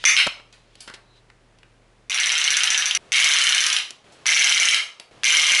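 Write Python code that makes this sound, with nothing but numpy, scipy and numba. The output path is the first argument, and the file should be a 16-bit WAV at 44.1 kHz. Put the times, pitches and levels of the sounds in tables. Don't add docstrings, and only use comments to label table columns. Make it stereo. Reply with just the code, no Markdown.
import sys
import numpy as np
from scipy import signal
from scipy.fft import rfft, irfft, next_fast_len
from scipy.io import wavfile
from scipy.ndimage import uniform_filter1d, minimum_filter1d
from numba import njit

SR = 44100
rng = np.random.default_rng(int(sys.argv[2]) if len(sys.argv) > 2 else 0)


def pcm_store(signal):
    levels = np.round(np.clip(np.atleast_2d(signal), -1, 1) * 32767)
    wavfile.write(sys.argv[1], SR, levels.astype(np.int16).T)


N = 246959
TIME = np.arange(N) / SR
HIT_T = np.arange(SR // 10) / SR


def from_db(db):
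    return np.exp(np.asarray(db) * (np.log(10) / 20))


def rms_one(x):
    return x / np.sqrt(np.mean(x ** 2) + 1e-20)


def at_hz(points, hz):
    f, v = np.transpose(points)
    return np.interp(np.log(hz + 1e-3), np.log(f), v)


def bins_hz(x):
    return np.arange(x.shape[-1] // 2 + 1) * SR / x.shape[-1]


def colour(x, db):
    return irfft(rfft(x) * from_db(db), x.shape[-1])


def low_cut(x, hz):
    r = np.exp(-2 * np.pi * hz / SR)
    return signal.lfilter([r, -2 * r, r], [1, -2 * r, r * r], x)


def band_noise(hz, octaves, size):
    white = rng.standard_normal(size)
    away = np.log2((bins_hz(white) + 1) / hz) / octaves
    return rms_one(colour(white, -20 * np.log10(1 + away ** 2 + away ** 4 / 2)))


def dying(t60, rise_s=0.0004):
    return (1 - np.exp(-HIT_T / rise_s)) * from_db(-60 * HIT_T / max(t60, 1e-3))


def add(track, s, sound):
    i = max(round(s * SR), 0)
    track[i:i + len(sound)] += sound[:max(N - i, 0)]


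# (frequency [Hz], likeness [0 to 1])
EAR_LIKENESS = [(50, 0.91), (250, 0.77), (1000, 0.69), (2500, 0.87), (5000, 0.69), (11000, 0.7)]
def stereo_noise(spectrum, size):
    mid, side = rng.standard_normal((2, size))
    hz = bins_hz(mid)
    alike = np.clip(at_hz(EAR_LIKENESS, hz), 0, 1)
    both = np.sqrt(1 + alike) * rfft(mid) + np.sqrt(1 - alike) * rfft(side) * [[1], [-1]]
    return rms_one(irfft(both * from_db(at_hz(spectrum, hz)), size))


# (frequency [Hz], relative level [dB])
ROOM_TONE = [(30, -9), (120, -5.5), (200, -5.5), (500, -6), (800, -11), (2000, -15), (5000, -23),
             (10500, -30.5), (12000, -64.5)]
HAND_NOISE = [(30, -11), (130, 0), (250, -5.5), (450, 2), (800, -2.5), (2000, -8.5), (3200, -8.5),
              (7000, -18.5), (11000, -26)]
# (frequency [Hz], level before the passage's gain [dB])
HUM_TONES = [(39, -62.5), (116, -64.5)]
# (start [s], room tone [dB], hand noise [dB], hum gain [dB])
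PASSAGES = [(0, -60, -91, -1), (2.975, -53.5, -54.5, -13), (4.042, -65, -51, -23),
            (5.111, -57, -51.5, -7.5)]
def background(size):
    air = stereo_noise(ROOM_TONE, size)[:, :N]
    hands = stereo_noise(HAND_NOISE, size)[:, :N]
    hum = sum(from_db(db) * np.sqrt(2) * np.sin(2 * np.pi * hz * TIME) for hz, db in HUM_TONES)
    out = np.zeros((2, N))
    for start, air_db, hands_db, hum_db in PASSAGES:
        mix = from_db(air_db) * air + from_db(hands_db) * hands + from_db(hum_db) * hum
        i = round(start * SR)
        out[:, i:] = mix[:, i:]
    return out


def passage_spans():
    starts = [row[0] for row in PASSAGES] + [N / SR]
    return list(zip(starts, starts[1:]))


# (loudest moment [s], level [dB], time to swell and to ebb [s])
SOFT_HISSES = [(.05, -47, .12), (.58, -68.5, 0.092), (.81, -57.5, .07), (1.17, -62, .03)]
# (time [s], level [dB])
SELECTOR_SQUEAK = [(1.03, -81.5), (1.1, -66), (1.18, -63), (1.22, -81)]
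def hiss_and_squeak(size):
    hiss = sum(from_db(db) * np.exp(-np.abs(TIME - s) / fade_s) for s, db, fade_s in SOFT_HISSES)
    squeak = from_db(np.interp(TIME, *np.transpose(SELECTOR_SQUEAK), left=-120, right=-120))
    return hiss * band_noise(3100, .9, size)[:N] + squeak * band_noise(3950, 0.074, size)[:N]


# (time [s], level [dB], pitch [Hz], fade time [s], share sent to the room [dB], thump share [dB])
TRIGGER_CLICKS = [(0.0396, -10.5, 1690, .013, -4, -40), (.398, -35, 1100, 0.016, -21, -18),
                  (.526, -43, 3300, 0.036, 6.5, -13), (.754, -36.5, 3900, .014, -14, -15),
                  (.805, -32, 4970, 0.037, 5, -19), (.876, -31.5, 2370, 0.04, 2, -6),
                  (.899, -28, 2380, .01, -20, -13), (.938, -36, 3100, 0.074, -6.5, -9),
                  (1.3, -40, 1650, .019, -10, -22), (1.586, -48.5, 3200, 0.018, -2, -16),
                  (1.631, -40.5, 1790, .017, -6, -16), (3.906, -18, 3980, 0.02, -8, -14.5),
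                  (4.122, -50, 5030, .09, 6, -14), (4.2569, -13, 2280, 0.018, 5, -34),
                  (4.998, -16, 3400, 0.016, -2, -15), (5.2343, -8, 2310, .011, -12, -38)]
def trigger_clicks(start, end):
    direct, sent = np.zeros((2, N))
    size, rise_s = len(HIT_T), 0.00056
    for s, db, hz, t60, room_db, thump_db in TRIGGER_CLICKS:
        if start <= s < end:
            click = low_cut(band_noise(hz, 1.1, size) * dying(t60, rise_s), hz / 5)
            thump = from_db(thump_db) * band_noise(450, 1.8, size) * dying(0.045, rise_s)
            add(direct, s, from_db(db) * (click + thump))
            add(sent, s, from_db(db + room_db) * (click + thump))
    return direct, sent


# (frequency [Hz], relative level [dB])
ECHO_COLOUR = [(100, -15.5), (600, 0), (1200, 8), (2200, 7.5), (3200, 0.5), (4500, 2.5), (6000, -3),
               (8000, 1), (11000, 3)]
# (frequency [Hz], fade time [s])
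ECHO_FADE = [(100, 0.24), (700, 0.69), (1500, 0.32), (3000, 0.34), (6000, 0.35), (11000, 0.28)]
def echoes(x, wet_db=-3.0, gap_s=0.0035, build_s=0.0027):
    t = np.arange(SR * 3 // 4) / SR
    noise = rfft(stereo_noise(ECHO_COLOUR, len(t)))
    hz, centres = bins_hz(t), np.log([f for f, _ in ECHO_FADE])
    tail = np.zeros((2, len(t)))
    for share, (_, t60) in zip(np.eye(len(centres)), ECHO_FADE):
        band = irfft(noise * np.interp(np.log(hz + 1), centres, share), len(t))
        tail += band * from_db(-60 * t / t60)
    tail *= np.clip((t - gap_s) / build_s, 0, 1)
    room = from_db(wet_db) * tail / np.sqrt(np.sum(tail ** 2) / 2)
    return signal.fftconvolve(x[None], room, axes=1)[:, :len(x)]


def ring(tones, tilt_db=0, spread_db=1.5, detune=.011, rise_s=0.0004):
    hz, db, t60 = np.transpose(tones)
    t = HIT_T[:len(HIT_T) // 2]
    strength, shift, sign = rng.standard_normal((3, len(hz)))
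    gain = np.sign(sign) * from_db(db + spread_db * strength + tilt_db * np.log2(hz / 4000))
    phase = 2 * np.pi * np.outer(hz * (1 + detune * shift), t)
    fades = from_db(-60 * t / t60[:, None])
    rings = gain @ (np.cos(phase) * fades) * (1 - np.exp(-t / rise_s))
    return low_cut(np.pad(rings, (0, len(HIT_T) - len(t))), hz.min() / 3)


# (frequency [Hz], relative level [dB])
CONTACT_CRACK = [(50, -50.5), (400, -25), (800, -24), (1500, -5), (3000, -0.5), (5000, -2.5), (6500, -1),
                 (8000, -8.5), (11000, -10.5), (12500, -45)]
def strike(tones, tilt_db, crack_db, crack_t60):
    hz = bins_hz(HIT_T)
    slope_db = tilt_db * np.log2(np.maximum(hz, 1500) / 4000)
    noise = colour(rng.standard_normal(len(HIT_T)), at_hz(CONTACT_CRACK, hz) + slope_db)
    crack = low_cut(rms_one(noise) * dying(crack_t60), 300)
    return ring(tones, tilt_db) + from_db(crack_db) * crack


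def blows(times, level_db, change_db, first_bounce_s=.0075):
    shot = np.arange(len(times))
    scatter_db, jitter = rng.standard_normal((len(times), 2)).T
    delays = first_bounce_s * np.exp(.13 * jitter - .05 * shot)
    return zip(times, level_db + change_db * shot + scatter_db, delays)


# (frequency [Hz], level [dB], fade time [s])
FRAME_TONES = [(2129, -8.5, 0.027), (2306, -10, .025)]
STOCK_TONES = [(85, -19, .03), (170, -10.5, 0.02), (336, -3, 0.011), (642, 0, 0.013)]
CATCH_TONES = [(1625, -13.5, 0.0079), (2510, -8, 0.016), (2800, -7.5, 0.021), (3504, -5, .012),
               (4080, -8, 0.0034), (5050, -18.5, 0.0035), (6650, -20, 0.0064), (8800, -12, .008),
               (10860, -12.5, 0.0088)]
WHEEL_TONES = [(5687, -3.5, .017), (6024, 0, 0.02), (6343, -8, .016)]
def wheel_snaps(times, level_db, change_db, accent_db, wheel_db, frame_db, frame_change_db, knock_db):
    out, bounce_db = np.zeros(N), -5.5
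    for shot, (s, db, delay) in enumerate(blows(times, level_db, change_db)):
        force = from_db(db + accent_db * (shot == 0))
        frame = from_db(frame_db + frame_change_db * shot) * ring(FRAME_TONES)
        knock = from_db(knock_db) * ring(STOCK_TONES)
        add(out, s, force * (frame + knock))
        for lag, drop_db in ((0, 0), (delay, bounce_db)):
            catch = strike(CATCH_TONES, tilt_db=0, crack_db=-.5, crack_t60=0.017)
            wheel = from_db(wheel_db) * ring(WHEEL_TONES)
            add(out, s + lag, force * from_db(drop_db) * (catch + wheel))
    return out


# (frequency [Hz], level [dB], fade time [s])
ESCAPEMENT_TONES = [(1680, -9, 0.0067), (2231, -11, 0.017), (2880, 1.5, 0.0084), (3113, 1.5, 0.013),
                    (3600, -6, 0.011), (4008, -2.5, 0.0098), (5260, -9, 0.019), (7040, -14.5, 0.0051)]
def escapement_clacks(times, level_db, change_db, tilt_db, bounce_db=-5, settle_s=.022, settle_db=-13):
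    out, contacts = np.zeros(N), []
    for s, db, delay in blows(times, level_db, change_db):
        contacts += [(s, db), (s + delay, db + bounce_db)]
    contacts.append((times[-1] + settle_s, level_db + settle_db))
    for s, db in contacts:
        add(out, s, from_db(db) * strike(ESCAPEMENT_TONES, tilt_db, crack_db=-3.5, crack_t60=0.011))
    return out


def shot_times(start, shots, period, slowing, drag, head_start):
    shot = np.arange(shots)
    hurry = head_start * np.exp(-shot / .646)
    lag = drag * np.exp((shot - shot[-1]) / 1.723)
    periods = period + slowing * shot - hurry + lag
    snaps = start + np.cumsum(periods) - periods
    swing_share = np.where(shot == 0, .448, .575)
    return snaps, snaps + periods * swing_share


# (start [s], shots [count], time per shot [s],
# slowing per shot [s], drag on the last shot [s], time saved on the first [s])
BURST_PACE = [(0.0524, 1, .254, 0, 0, 0), (2.0973, 14, .05759, .00074, .047, .0111),
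              (3.1199, 13, .03931, .00204, .0014, .0006), (4.265, 10, .04578, .00121, .0019, .0101),
              (5.2422, 8, .04234, .00179, .0017, .0049)]
# (level [dB], change per shot [dB], extra on the first shot [dB],
# wheel ring [dB], frame ring [dB], frame change per shot [dB], stock knock [dB])
SNAP_FORCE = [(3.5, 0, 0, 6, 7, 0, -25.5), (-.5, .2, -1.5, 1.5, 4.5, -1, -22),
              (4, 0.04, 4, -2, 7.5, -1.15, -25.5), (5, -0.14, 5.5, 3.5, 7, 0, -20.5),
              (6.5, 0.38, 7, 1, 7, -0.2, -22.5)]
# (level [dB], change per shot [dB], brightness [dB per octave])
CLACK_FORCE = [(4, 0, -1.5), (1, -0.28, -2), (5, -0.14, .3), (7, 0.4, .7), (11.5, -0.5, 1.2)]
def gun(start, end):
    snaps, clacks = np.zeros((2, N))
    for pace, snap_force, clack_force in zip(BURST_PACE, SNAP_FORCE, CLACK_FORCE):
        if start <= pace[0] < end:
            snap_times, clack_times = shot_times(*pace)
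            snaps += wheel_snaps(snap_times, *snap_force)
            clacks += escapement_clacks(clack_times, *clack_force)
    return snaps, clacks


# (time [s], level [dB])
BAND_LANDINGS = [(0.2662, -26), (0.268, -13), (0.2717, -12.5)]
def band_landing():
    out, size = np.zeros(N), len(HIT_T)
    for s, db in BAND_LANDINGS:
        thud = band_noise(800, 0.84, size) * dying(0.017)
        bass = from_db(-5.5) * band_noise(160, 1.3, size) * dying(0.018)
        slap = band_noise(4000, 1.34, size) * dying(0.005)
        add(out, s, from_db(db) * (thud + bass + slap))
    return out


def scene():
    size = next_fast_len(N)
    out = background(size)
    band = band_landing()
    out += hiss_and_squeak(size)
    out += band * from_db([[1.5], [-1.5]]) + from_db(-16.5) * echoes(band)
    for start, end in passage_spans():
        part = slice(round(start * SR), round(end * SR))
        snaps, clacks = (x[part] for x in gun(start, end))
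        clicks, clicks_sent = (x[part] for x in trigger_clicks(start, end))
        out[:, part] += snaps + clacks + clicks + echoes(snaps) + echoes(clacks + clicks_sent)
    return out * from_db([[.15], [-.15]])


@njit
def follow_excess(excess_db, attack, release):
    out, now = np.zeros(len(excess_db)), 0.0
    for i in range(len(excess_db)):
        now += (excess_db[i] - now) * (attack if excess_db[i] > now else release)
        out[i] = now
    return out


def gain_control(x, threshold_db, attack_s, release_s):
    power = uniform_filter1d(np.mean(x ** 2, axis=0), size=441)
    excess_db = np.maximum(10 * np.log10(np.abs(power) + 1e-12) - threshold_db, 0)
    parts = np.split(excess_db, [round(end * SR) for _, end in passage_spans()[:-1]])
    cuts_db = [follow_excess(part, 1 / (attack_s * SR), 1 / (release_s * SR)) for part in parts]
    return x * from_db(-np.concatenate(cuts_db))


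def limiter(x, ceiling_db, ahead_s, release_s):
    excess_db = np.maximum(20 * np.log10(np.abs(x).max(axis=0) + 1e-9) - ceiling_db, 0)
    held_db = -minimum_filter1d(-excess_db, size=130)
    cut_db = uniform_filter1d(follow_excess(held_db, 1.0, 1 / (release_s * SR)), size=30)
    return x * from_db(-np.interp(TIME + ahead_s, TIME, cut_db))


# (time [s], gain [dB])
VOLUME_SWELL = [(2.09, 2.5), (2.096, -6.5), (2.2, -3), (2.55, -0.44)]
def record(dry):
    levelled = gain_control(dry, threshold_db=-16.0, attack_s=0.38, release_s=5.9)
    limited = limiter(levelled, ceiling_db=-4.5, ahead_s=0.0009, release_s=0.0074)
    swell = from_db(np.interp(TIME, *np.transpose(VOLUME_SWELL)))
    treble_cut = signal.ellip(10, .3, 80, 11050, fs=SR, output="sos")
    return signal.sosfilt(treble_cut, limited * swell)


dry = scene()
out = record(dry)
pcm_store(out)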